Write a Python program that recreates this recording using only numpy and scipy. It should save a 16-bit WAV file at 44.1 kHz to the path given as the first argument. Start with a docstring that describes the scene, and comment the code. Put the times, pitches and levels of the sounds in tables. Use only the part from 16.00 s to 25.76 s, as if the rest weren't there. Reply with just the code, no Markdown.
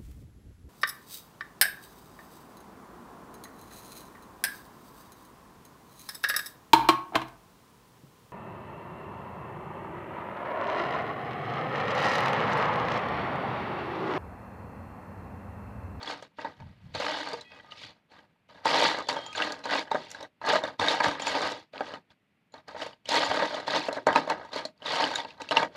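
"""Raking a heap of buttons

A hand rakes, lifts and drops a heap of plastic and metal buttons on a thin hollow table top, heard close up.
Each collision is a short bright click of the buttons plus a duller knock that rings damped table modes;
a few metal buttons sing thin tones as they spin or wobble, and one small one pings when struck.
Low noise rumbles with the hand; a small room answers briefly over a faint steady hush."""
import sys
import numpy as np
from scipy import signal
from scipy.io import wavfile
from scipy.ndimage import uniform_filter1d, minimum_filter1d

SR = 44100
rng = np.random.default_rng(int(sys.argv[2]) if len(sys.argv) > 2 else 0)


def digitize_waveform(pressure):
    """Quantize a signal to 16-bit integers and store it at the path in sys.argv[1].

    Rows of a 2-D input are taken as channels; values are limited to [-1, 1].
    """
    field = np.atleast_2d(pressure).T
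    bounded = np.clip(field, -1, 1)
    quanta = np.round(bounded * 32767).astype(np.int16)
    wavfile.write(sys.argv[1], SR, quanta)


N = 430416

# single loud collisions; levels are relative, click and edge count from the peak:
# start_s, peak_db, click_db, edge_db, click_pitch_hz, struck_spot_pitch_hz
LOUD_HITS = [(0.029, -25.5, -10, -20, 4440, 1260), (0.075, -30, -5, -33, 3370, 950),
             (0.225, -26, -25, -22, 3180, 608), (0.386, -22, -27, -45, 2780, 860),
             (0.448, -19.5, -28, -48, 3740, 900), (0.568, -50, -12, -25, 3210, 870),
             (0.601, -32, -21.5, -34, 2320, 850), (0.622, -37, -22, -38, 3070, 899),
             (0.949, -20, -17, -24, 4400, 614), (1.0, -16, -21, -25, 4150, 600),
             (1.287, -18, -17.5, -30, 4500, 598), (1.332, -17.5, -17, -27, 4750, 473),
             (1.41, -40, 0, -5, 3970, 940), (1.518, -31.5, -14, -41, 2500, 1940),
             (1.598, -33, -21, -45, 3140, 1880), (1.72, -32, -8, -35, 2920, 1240),
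             (1.816, -37, -9, -19, 2310, 1010), (1.835, -33, -6, -35, 3160, 1800),
             (2.098, -50, -14, -35, 3290, 778), (2.189, -35, -20, -39, 3140, 1670),
             (2.49, -49, -12, -39, 2920, 536), (2.574, -39, -18, -40, 2600, 1620),
             (2.656, -9.5, -19.5, -28, 4250, 930), (2.687, -16, -12, -32, 2300, 910),
             (2.823, -15, -7, -36, 2400, 900), (2.986, -17.5, -19, -26, 2850, 590),
             (3.071, -30, -11, -28, 3370, 575), (3.088, -11.5, -14, -22, 4490, 966),
             (3.127, -18.5, -16, -31, 3930, 880), (3.166, -10.5, -21.5, -41, 3240, 867),
             (3.263, -32, -10, -15, 3180, 900), (3.329, -36, -1, -7, 2470, 950),
             (3.35, -22.5, -12, -32, 2470, 1630), (3.376, -19.5, -11, -34, 3300, 875),
             (3.402, -14, -20, -34, 2660, 1560), (3.421, -12.5, -7.5, -40, 2820, 1570),
             (3.521, -23, -9, -14, 4600, 1680), (3.591, -38, -13, -19, 5080, 600),
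             (3.64, -27, -11.5, -23, 4030, 829), (3.655, -15, -24, -28, 4550, 850),
             (3.708, -16, -17, -35, 3170, 1620), (3.878, -44, -8, -22, 2980, 595),
             (3.915, -11.5, -22.5, -31, 3800, 900), (3.946, -8.5, -30, -36, 3670, 652),
             (4.102, -41, -14, -7, 2660, 1550), (4.114, -37.5, -6, -1.5, 5900, 1490),
             (4.147, -25, -20, -25, 3920, 1630), (4.208, -26, -18, -30, 5400, 740),
             (4.228, -27.5, -12.5, -16, 3870, 640), (4.415, -25.5, -23.5, -39.5, 2600, 960),
             (4.449, -23, -21, -33, 4370, 1050), (4.463, -23.5, -18, -19, 4300, 580),
             (4.489, -8, -32, -30, 3550, 1040), (4.529, -13.5, -22, -30, 3600, 614),
             (4.556, -10.5, -24, -30, 3820, 615), (4.637, -17.5, -13, -26, 3660, 650),
             (4.677, -26, -12, -28, 3560, 692), (4.796, -8, -20, -45, 3700, 653),
             (4.884, -11, -4.5, -36, 3710, 650), (5.003, -5, -21, -35, 2300, 990),
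             (5.04, -12.5, -17, -24, 2950, 620), (5.083, -16, -15, -21, 2930, 925),
             (5.131, -28, -14, -31, 2380, 930), (5.197, -25, -7.5, -21, 2400, 581),
             (5.22, -20, -15, -25, 3220, 850), (5.269, -16.5, -8.5, -16, 2560, 904),
             (5.351, -15, -18, -35, 3490, 900), (5.417, -16.5, -19, -22, 3750, 646),
             (5.519, -20.5, -15.5, -21, 3920, 554), (5.736, -31.5, -16.5, -45, 2400, 625),
             (5.759, -36, -9, -41, 3140, 762), (5.779, -27, -5.5, -40, 2600, 643),
             (5.807, -9.5, -27, -45, 2970, 780), (5.938, -18.5, -18.5, -32, 2970, 672),
             (6.104, -41.5, -7.5, -35.5, 3390, 1080), (6.521, -49.5, -11, -20, 4030, 514),
             (6.54, -30, -21, -37, 4180, 870), (6.579, -37.5, -17, -33, 3800, 860),
             (6.682, -28, -14, -21, 4950, 485), (6.747, -27, -32, -38, 2350, 617),
             (6.794, -31.5, -12, -25, 3740, 900), (6.82, -23.5, -8.5, -18.5, 2950, 597),
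             (6.863, -26, -20, -23, 2730, 616), (6.931, -39, -8, -40, 2980, 880),
             (7.056, -39.5, 0.5, -12, 3040, 554), (7.09, -18.5, -11, -9, 4080, 614),
             (7.118, -15, -10.5, -24, 4230, 899), (7.143, -16, -11, -29, 4360, 900),
             (7.316, -8.5, -19.5, -37, 3160, 860), (7.342, -19.5, -19, -22, 3860, 635),
             (7.374, -14.5, -17.5, -32, 3550, 636), (7.424, -10.5, -22.5, -47, 3580, 633),
             (7.526, -24, -20, -38, 4570, 603), (7.545, -16, -22, -35, 3500, 616),
             (7.6, -18.5, -20, -29, 4080, 583), (7.668, -29.5, -23, -22, 4020, 616),
             (7.679, -12, -24, -36, 4340, 870), (7.706, -20.5, -6.5, -20, 3780, 596),
             (7.761, -10.5, -15.5, -30, 3770, 584), (7.885, -11.5, -25, -32, 2630, 616),
             (7.928, -20, -14, -16.5, 4100, 624), (7.968, -18.5, -29, -32, 3940, 610),
             (8.069, 2.5, -37.5, -34.5, 4340, 662), (8.128, -12.5, -21, -26, 3060, 918),
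             (8.159, -3, -13.5, -32, 2530, 920), (8.186, -13, -20, -34, 2700, 929),
             (8.275, -19.5, -30, -35, 3720, 630), (8.299, -9, -22, -28.5, 2600, 900),
             (8.377, -27.5, -34, -46, 4010, 895), (8.449, -31, -25, -24, 3820, 883),
             (8.519, -28.5, -18, -30, 3600, 764), (8.533, -23.5, -11.5, -26, 4140, 624),
             (8.56, -17, -20, -25, 4400, 615), (8.652, -23.5, -4.5, -15, 4300, 616),
             (8.777, -50, -11.5, -23, 4650, 514), (8.821, -31, -12, -35, 2990, 820),
             (8.827, -31.5, -12, -27, 3060, 646), (8.859, -19.5, -10, -38, 3800, 910),
             (8.962, -18.5, -10, -40, 3120, 800), (9.004, -11.5, -17, -41, 4200, 899),
             (9.04, -14.5, -5, -36, 3000, 870), (9.138, -18.5, -19, -27, 3540, 1620),
             (9.157, -17, -9.5, -17, 3770, 1630), (9.202, -26, -9, -29, 3500, 818),
             (9.248, -18.5, -24, -46, 2660, 920), (9.306, -39.5, 0.5, -26, 2620, 915),
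             (9.377, -49, -10, -25, 4020, 867), (9.401, -27.5, -25, -38, 3700, 930),
             (9.418, -24, -9.5, -17, 2640, 900), (9.489, -30.5, 1, -15, 2670, 510),
             (9.51, -11.5, -11, -33, 2900, 643), (9.57, 0.5, -9, -52, 2760, 878),
             (9.629, -7.5, -18.5, -32, 2300, 885), (9.726, -50, -6, -29, 3150, 536)]


def amp(db):
    """Decibels to gain."""
    return 10 ** (np.asarray(db) / 20)


def unit(x):
    """Scales a short sound to energy 1."""
    return x / np.sqrt(np.sum(x ** 2) + 1e-30)


def read(points, hz):
    """Interpolates a frequency table on a log-frequency axis."""
    table_hz, value = np.transpose(points)
    return np.interp(np.log(hz + 1), np.log(table_hz + 1), value)


def causal(points, size=1024):
    """Minimum-phase response of a spectrum table, energy 1."""
    bin_hz = abs(np.fft.fftfreq(4 * size, 1 / SR))
    log_gain = np.log(amp(np.maximum(read(points, bin_hz), -100)))
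    spectrum = np.exp(np.conj(signal.hilbert(log_gain)))
    return unit(np.fft.ifft(spectrum).real[:size])


def noise(points):
    """Steady noise through the unit-energy response of a spectrum table, rms about 1."""
    return signal.oaconvolve(rng.standard_normal(N), causal(points, size=4096))[:N]


def ring(hz, t60_s, rise_s):
    """A damped mode: a decaying sine with a soft start, 0.15 s long."""
    t = np.arange(round(.15 * SR)) / SR
    return amp(-60 * t / t60_s) * (1 - np.exp(-t / rise_s)) * np.sin(2 * np.pi * hz * t)


def collisions(per_s, spread_db):
    """Random impulses of mean power 1; exponential spread in dB makes a few large."""
    size = amp(spread_db * np.minimum(rng.exponential(1, N), 4))
    size = size * (rng.random(N) < per_s / SR)
    return size / np.sqrt(np.mean(size ** 2))


def bounces(count=3):
    """A loud collision is a quick stutter of contacts: delays (samples) and signed sizes, one row a hit."""
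    draw = rng.random((len(LOUD_HITS), count, 3))
    delay = np.cumsum(draw[..., 0] * .003 * SR, axis=1)
    drop_db = -0.5 + 14.0 * draw[..., 1]
    size = amp(-drop_db * np.arange(count)) * np.sign(draw[..., 2] - .5)
    return (delay - delay[:, :1]).astype(int), size


def hit_train(gain, delay, size):
    """Impulses at the contacts of the loud collisions."""
    train = np.zeros(N)
    start = np.round(np.array(LOUD_HITS)[:, :1] * SR).astype(int)
    np.add.at(train, np.minimum(start + delay, N - 1), gain[:, None] * size)
    return train


def stirring():
    """Hand movements set the heap's rattle and the clicking relative to it, in dB per sample."""
    # one table a hand movement: time_s, rattle_db, clicking_over_rattle_db
    movements = [
        [(0.0, -47, -8), (0.096, -37.5, -3), (0.11, -37, -2), (0.164, -48.5, -5), (0.218, -55.5, -4),
         (0.228, -48.5, -3.5), (0.296, -71.5, -2), (0.332, -67, -15), (0.36, -86, 16)],
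        [(0.37, -66, 6), (0.388, -39.5, -19), (0.406, -46, -2), (0.438, -46, -10), (0.446, -33.5, -18.5),
         (0.562, -66, -3), (0.6, -60.5, -9), (0.788, -70.5, -3.5), (0.93, -62, -5)],
        [(0.94, -46, -2), (0.952, -32.5, -4), (0.99, -47, 3), (0.998, -34, -4), (1.136, -36.5, -0.5),
         (1.34, -40, -6), (1.478, -70.5, 4), (1.524, -55.5, -5), (1.7, -60.5, -5)],
        [(1.71, -65, 16), (1.732, -56.5, -2), (1.796, -62.5, 14), (1.852, -54, 8), (2.072, -76, -15),
         (2.112, -57, -3.5), (2.204, -57, -7.5), (2.274, -66.5, -12), (2.47, -75, -12)],
        [(2.48, -68, -10), (2.492, -56.5, -5), (2.636, -55, -10), (2.656, -26.5, -4), (2.862, -26, -0.5),
         (2.984, -38, -6), (2.994, -31, -11.5), (3.066, -59, -1), (3.07, -47, -7)],
        [(3.08, -48, -10), (3.088, -26, 0.5), (3.124, -33.5, -9), (3.326, -57, 0.5), (3.382, -33, 0.5),
         (3.408, -28, -11), (3.428, -36, 5), (3.434, -27, -6.5), (3.63, -56.5, -7.5)],
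        [(3.64, -43, 0), (3.66, -35, -10), (3.682, -35.5, -8), (3.72, -27.5, -5), (3.74, -27.5, -7),
         (3.794, -35, 1.5), (3.86, -52.5, -8), (3.882, -47, -15), (3.9, -58, -10)],
        [(3.91, -33, -12), (3.916, -37, -21), (3.932, -41, -6), (3.95, -23.5, -26), (3.972, -43, -5),
         (4.08, -55.5, 3), (4.246, -46.5, -8.5), (4.314, -89.5, -2), (4.4, -83.5, -9.5)],
        [(4.41, -66, -17.5), (4.414, -46.5, -13), (4.496, -21, -8), (4.504, -27.5, -3), (4.562, -26.5, -7.5),
         (4.572, -34, -1), (4.62, -44, -10), (4.652, -30, -10.5), (4.78, -68, -8)],
        [(4.79, -34, -15), (4.794, -27, -5.5), (4.876, -28.5, -6.5), (4.882, -25, -3), (4.994, -34.5, -4.5),
         (5.006, -19, -27), (5.022, -35, -7), (5.04, -22.5, -6.5), (5.19, -43.5, -8.5)],
        [(5.2, -40, -1), (5.252, -41, 0), (5.272, -29.5, -1), (5.344, -35.5, -3), (5.35, -27.5, -6.5),
         (5.396, -34.5, -6), (5.438, -26, -6), (5.582, -46, -3), (5.7, -85.5, 5)],
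        [(5.71, -100, -1.5), (5.734, -46.5, -8), (5.82, -39.5, -15), (5.864, -45, -3.5), (5.956, -44.5, -9.5),
         (6.068, -89.5, -6), (6.112, -57, -3), (6.16, -91, -5.5), (6.5, -88.5, -11.5)],
        [(6.51, -91.5, 7.5), (6.544, -48, -10), (6.66, -71.5, -9), (6.686, -42.5, -11), (6.74, -54, -4),
         (6.748, -42, -17), (6.77, -43, -9), (6.834, -35, -5), (7.04, -88, 0)],
        [(7.05, -65, 0.5), (7.09, -37.5, 3), (7.148, -20.5, -9), (7.152, -26, 1), (7.288, -31.5, -4.5),
         (7.422, -27, -10), (7.51, -40, -1.5), (7.562, -34.5, -6.5), (7.66, -50, -6)],
        [(7.67, -37, -3.5), (7.676, -34.5, -3.5), (7.772, -25, -5), (7.784, -34.5, -2.5), (7.88, -42, -1),
         (7.884, -32.5, -29), (7.954, -41.5, -1), (7.968, -30.5, -20), (8.05, -65.5, -2)],
        [(8.06, -45, -23), (8.068, -20.5, -18.5), (8.126, -32, -15), (8.168, -23, -11), (8.254, -44, -10),
         (8.308, -29, -13), (8.364, -44.5, -14), (8.39, -41, -16), (8.5, -56, -7)],
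        [(8.51, -54, -14), (8.524, -44, -2), (8.566, -36.5, -2.5), (8.576, -38, 0.5), (8.592, -32, -7),
         (8.638, -46.5, -9), (8.658, -52.5, -1.5), (8.742, -81.5, -3), (8.8, -61.5, -5)],
        [(8.81, -58, -12.5), (8.868, -34, -0.5), (9.018, -28.5, -3), (9.152, -38.5, -5), (9.18, -33.5, -2),
         (9.24, -52, -0.5), (9.252, -42, -25), (9.282, -54.5, 3), (9.38, -58, -12)],
        [(9.39, -59, -16), (9.402, -38.5, -11), (9.498, -61.5, 2), (9.512, -24.5, -3.5), (9.544, -35, -12),
         (9.568, -24, -4.5), (9.652, -34, -14), (9.704, -67, -7), (9.76, -42.5, -8)],
    ]
    rows = np.concatenate(movements)
    return [np.interp(np.arange(N) / SR, rows[:, 0], rows[:, k]) for k in (1, 2)]


def hush():
    """Faint steady background of coloured noise."""
    # background colour: freq_hz, level_db_per_hz
    colour = [(24, -42.5), (40, -24), (188, 3.5), (374, -7.5), (627, -10), (1560, -14), (1990, -11),
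              (2550, -12), (6170, -33), (14200, -35.5)]
    return amp(-65.5) * noise(colour)


def rumble(rattle_db):
    """Low noise follows the stirring and swells when the hand or wrist leans on the table."""
    # rumble colour: freq_hz, level_db_per_hz
    colour = [(25, -24), (55, -12), (95, 0), (150, -4), (220, -11), (400, -40), (1500, -90)]
    # hand or wrist leaning on the table: start_s, length_s, level_db
    leans = [(0.56, 0.19, -47), (.74, 0.097, -62), (0.807, 0.22, -50), (1.817, 0.11, -65),
             (2.842, 0.056, -54), (4.79, 0.062, -48.5), (5.06, 0.044, -39), (5.297, 0.026, -52),
             (5.445, 0.043, -53), (7.288, 0.041, -53), (8.054, 0.073, -58)]
    base_db, reference_rattle_db, db_per_rattle_db = -63, -35, 0.26
    gain = amp(base_db + db_per_rattle_db * (rattle_db - reference_rattle_db))
    for start_s, length_s, level_db in leans:
        part = gain[round(start_s * SR):][:round(length_s * SR)]
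        part += amp(level_db) * signal.windows.tukey(len(part), 0.41)
    return gain * noise(colour)


def spins():
    """A spinning button keeps one thin mode alive; its level throbs unevenly as the rim wobbles."""
    # singing metal buttons; throb_db is the swing of each of three sines:
    # start_s, end_s, pitch_hz, level_db, fade_by_end_db, throb_db
    singing = [(1.424, 1.56, 3290, -65, -3, 1.5), (1.42, 1.47, 3900, -70, -4, 1),
               (1.442, 1.6, 2530, -62, -2, 1.5), (1.44, 1.68, 1950, -61, -8, 2),
               (1.642, 1.78, 1230, -64, 0, 2), (3.015, 3.07, 4000, -56, -3, 2),
               (3.03, 3.085, 3540, -55, 1, 1), (3.005, 3.085, 4430, -60, -3, 2),
               (3.165, 3.33, 3220, -48, 0, 1.2), (3.275, 3.34, 1250, -53, 0, 1.5),
               (6.02, 6.13, 1820, -79, 0, 2), (6.2, 6.4, 1980, -80, -4, 3)]
    out = np.zeros(N)
    for start_s, end_s, hz, level_db, fade_db, throb_db in singing:
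        t = np.arange(round((end_s - start_s) * SR)) / SR
        throb = sum(np.sin(2 * np.pi * (throb_hz * t + rng.random())) for throb_hz in (23., 41., 67.))
        gain = amp(level_db + fade_db * t / t[-1] + throb_db * throb)
        tone = np.sqrt(2) * gain * np.sin(2 * np.pi * hz * t)
        out[round(start_s * SR):][:len(t)] += tone * signal.windows.tukey(len(t), .15)
    return out


def pings():
    """One small metal button: the same thin high mode, struck now and then."""
    # strikes of the small button: start_s, strike_level_db
    strikes = [(3.264, -36.5), (3.3583, -34), (5.22, -28.5), (5.2799, -26), (6.5226, -52.5), (7.2474, -31),
               (9.154, -26.5), (9.418, -46)]
    start_s, level_db = np.transpose(strikes)
    train = np.zeros(N)
    train[np.round(start_s * SR).astype(int)] = amp(level_db)
    return signal.oaconvolve(train, ring(hz=7000, t60_s=0.029, rise_s=0.00035))[:N]


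def edges(swarm, delay, size):
    """Sharp contacts add a thin, very high tick: a short decaying burst of noise."""
    # colour of the sharp edge: freq_hz, level_db_per_hz
    colour = [(3000, -29.5), (5500, 3.5), (7000, 0), (9000, -11.5), (12000, -18.5), (14200, -38.5)]
    _, peak_db, _, edge_db, _, _ = np.transpose(LOUD_HITS)
    train = hit_train(amp(peak_db + edge_db - 2.0), delay, size) + swarm
    decay = amp(-60 / (0.011 * SR))  # t60 11 ms
    burst = signal.lfilter([1], [1, -decay], abs(train)) * rng.standard_normal(N)
    return signal.oaconvolve(burst, causal(colour))[:N]


def clack(hz, t60_s, tick_db, overtone):
    """A button's own sound: a stubby mode, a higher overtone and a tick of noise."""
    t = np.arange(round(.15 * SR)) / SR
    tick_gain = amp(tick_db - 60 * t / 0.021) * (1 - np.exp(-t / 0.000067))
    tick = tick_gain * rng.standard_normal(len(t))
    high = overtone * ring(hz * rng.uniform(1.4, 2.1), 1.1 * t60_s, 0.00015)
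    return ring(hz, t60_s, .0004) + high + tick


def buttons(swarm, delay, size, count=40):
    """Buttons of many sizes click together; the loud collisions keep their own pitch."""
    # colour of the clicks: freq_hz, level_db_per_hz
    click_colour = [(1060, -13), (1800, -11), (1910, -2.5), (2460, -4.5), (3660, -1), (4390, -0.5),
                    (6150, -25), (7240, -29), (8760, -29.5), (12000, -47), (13400, -50), (14200, -45.5)]
    colour = causal(click_colour)
    which = rng.integers(0, count, N)
    out = np.zeros(N)
    for k, hz in enumerate(np.geomspace(1800., 7000., count)):
        sound = unit(np.convolve(clack(hz, 0.018, -5, .4)[:2000], colour))
        out += signal.oaconvolve(swarm * (which == k), sound)[:N]
    for (start_s, peak_db, click_db, _, hz, _), lags, sizes in zip(LOUD_HITS, delay, size):
        sound = np.convolve(clack(hz, 0.013, -10, 0.4)[:2000], colour)
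        sound = sound / abs(sound).max()
        for lag, contact in zip(lags, sizes):
            part = out[round(start_s * SR) + lag:][:len(sound)]
            part += amp(peak_db + click_db + 4.5) * contact * sound[:len(part)]
    return out


def table(swarm, delay, size):
    """Knocks drive each table mode by a different share, loud ones most near the pitch of the struck spot."""
    # table top modes; the ring after loud hits scales t60_s: freq_hz, level_db, t60_s
    modes = [(158, -16.5, 0.18), (274, -11.5, 0.079), (304.7, -4, 0.067), (440, -20, 0.045),
             (470.6, -3, 0.057), (576, 0.5, 0.015), (616, 4, 0.057), (685, -16.5, 0.02), (797, 2.5, 0.03),
             (899, 4.5, 0.028), (958, -6.5, 0.062), (1030, 0, 0.014), (1216, 2, 0.019), (1554, -1.5, 0.02),
             (1630, 2.5, 0.021), (1926, -1.5, 0.024), (2228, -10, 0.053)]
    knock_db = -5  # share of a loud collision that goes into the table
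    _, peak_db, _, _, _, spot_hz = np.transpose(LOUD_HITS)
    luck = rng.uniform(0.27, 0.8, (len(LOUD_HITS), len(modes)))
    total = np.sqrt(sum(amp(2 * level_db) for _, level_db, _ in modes))
    out = np.zeros(N)
    for k, (hz, level_db, t60_s) in enumerate(modes):
        octaves = abs(np.log2(hz / spot_hz))
        near_db = -10. * np.minimum(octaves / 0.1, 1.5)
        wide_db = -12. * np.minimum(octaves / 1.2, 2)
        drive_db = peak_db + knock_db + level_db
        # the blow itself, short and wide
        blows = hit_train(amp(drive_db + wide_db) * luck[:, k], delay, size)
        out += amp(-5.5) * signal.oaconvolve(blows, ring(hz, 0.019, 0.00073))[:N]
        # the spot's own modes ring on
        lasting = hit_train(amp(drive_db + near_db - 6.5), delay, size)
        out += signal.oaconvolve(lasting, ring(hz, 1.49 * t60_s, 0.0019))[:N]
        # under the small knocks each mode is a close pair of pitches, 1.5% below and above
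        for detune in (.985, 1.015):
            # small knocks favour a few modes each
            share = rng.standard_normal(N) * amp(3. * rng.standard_normal(N))
            share /= np.sqrt(2) * np.std(share)
            mode = amp(level_db) / total * unit(ring(hz * detune, t60_s, 0.00052))
            out += signal.oaconvolve(swarm * share, mode)[:N]
    return out


def room(x):
    """Small-room tail: sparse taps of random sign, each band dying at its own speed."""
    # decay of the room: freq_hz, t60_s
    decay = [(300, 0.32), (1400, 0.016), (4000, 0.11), (9000, 0.11)]
    taps = np.zeros(SR // 2)
    at = np.arange(120, SR // 2 - 20, 20)
    taps[at + rng.integers(0, 20, len(at))] = rng.choice([-1., 1.], len(at))
    hz, t, bands = signal.stft(taps, SR, nperseg=256)
    fade = amp(-60 * t / read(decay, hz)[:, None])
    tail = signal.istft(bands * fade, SR, nperseg=256)[1]
    return signal.oaconvolve(x, unit(tail))[:N]


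def scene():
    """Knocks, clicks, spins and pings in the room, plus the hand's rumble and the hush."""
    rattle_db, bright_db = stirring()
    clicking = amp(rattle_db + bright_db)
    shared = collisions(700., 2.65)  # these sound in both table and buttons
    stutter = bounces()
    # lowest gain of the last 201 samples: the heap takes a moment to start rattling
    lagging = minimum_filter1d(amp(rattle_db), size=201, origin=100)
    knocks = table(lagging * shared, *stutter)
    button_swarm = 0.66 * shared + 0.62 * collisions(1200., 2.3)
    clicks = buttons(clicking * button_swarm, *stutter)
    clicks += edges(amp(-37.0) * clicking * collisions(450., 1.6), *stutter)
    # keep deep bass out of the knocks and clicks
    no_bass = signal.butter(4, 125., "high", fs=SR, output="sos")
    heap = signal.sosfilt(no_bass, knocks + clicks + spins() + pings())
    return (heap + amp(-11.0) * room(heap) + rumble(rattle_db) + hush())[None]


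def record(dry):
    """A noise gate turns quiet moments down by up to 8 dB, peaks are rounded off, then the band limit."""
    power = uniform_filter1d(dry ** 2, size=900, axis=1)
    level_db = 10 * np.log10(abs(power) + 1e-12)
    shut = .5 - .5 * np.tanh((level_db + 58.5) / 3.8)  # 0 open, 1 shut
    gated = dry * amp(-8. * uniform_filter1d(shut, size=400, axis=1))
    rounded = gated / (1 + abs(gated / .92) ** 4) ** (1 / 4)
    low_pass = signal.firwin(511, 14200, window=("kaiser", 9), fs=SR)
    return signal.oaconvolve(rounded, low_pass[None], "same")


dry = scene()
out = record(dry)
digitize_waveform(out)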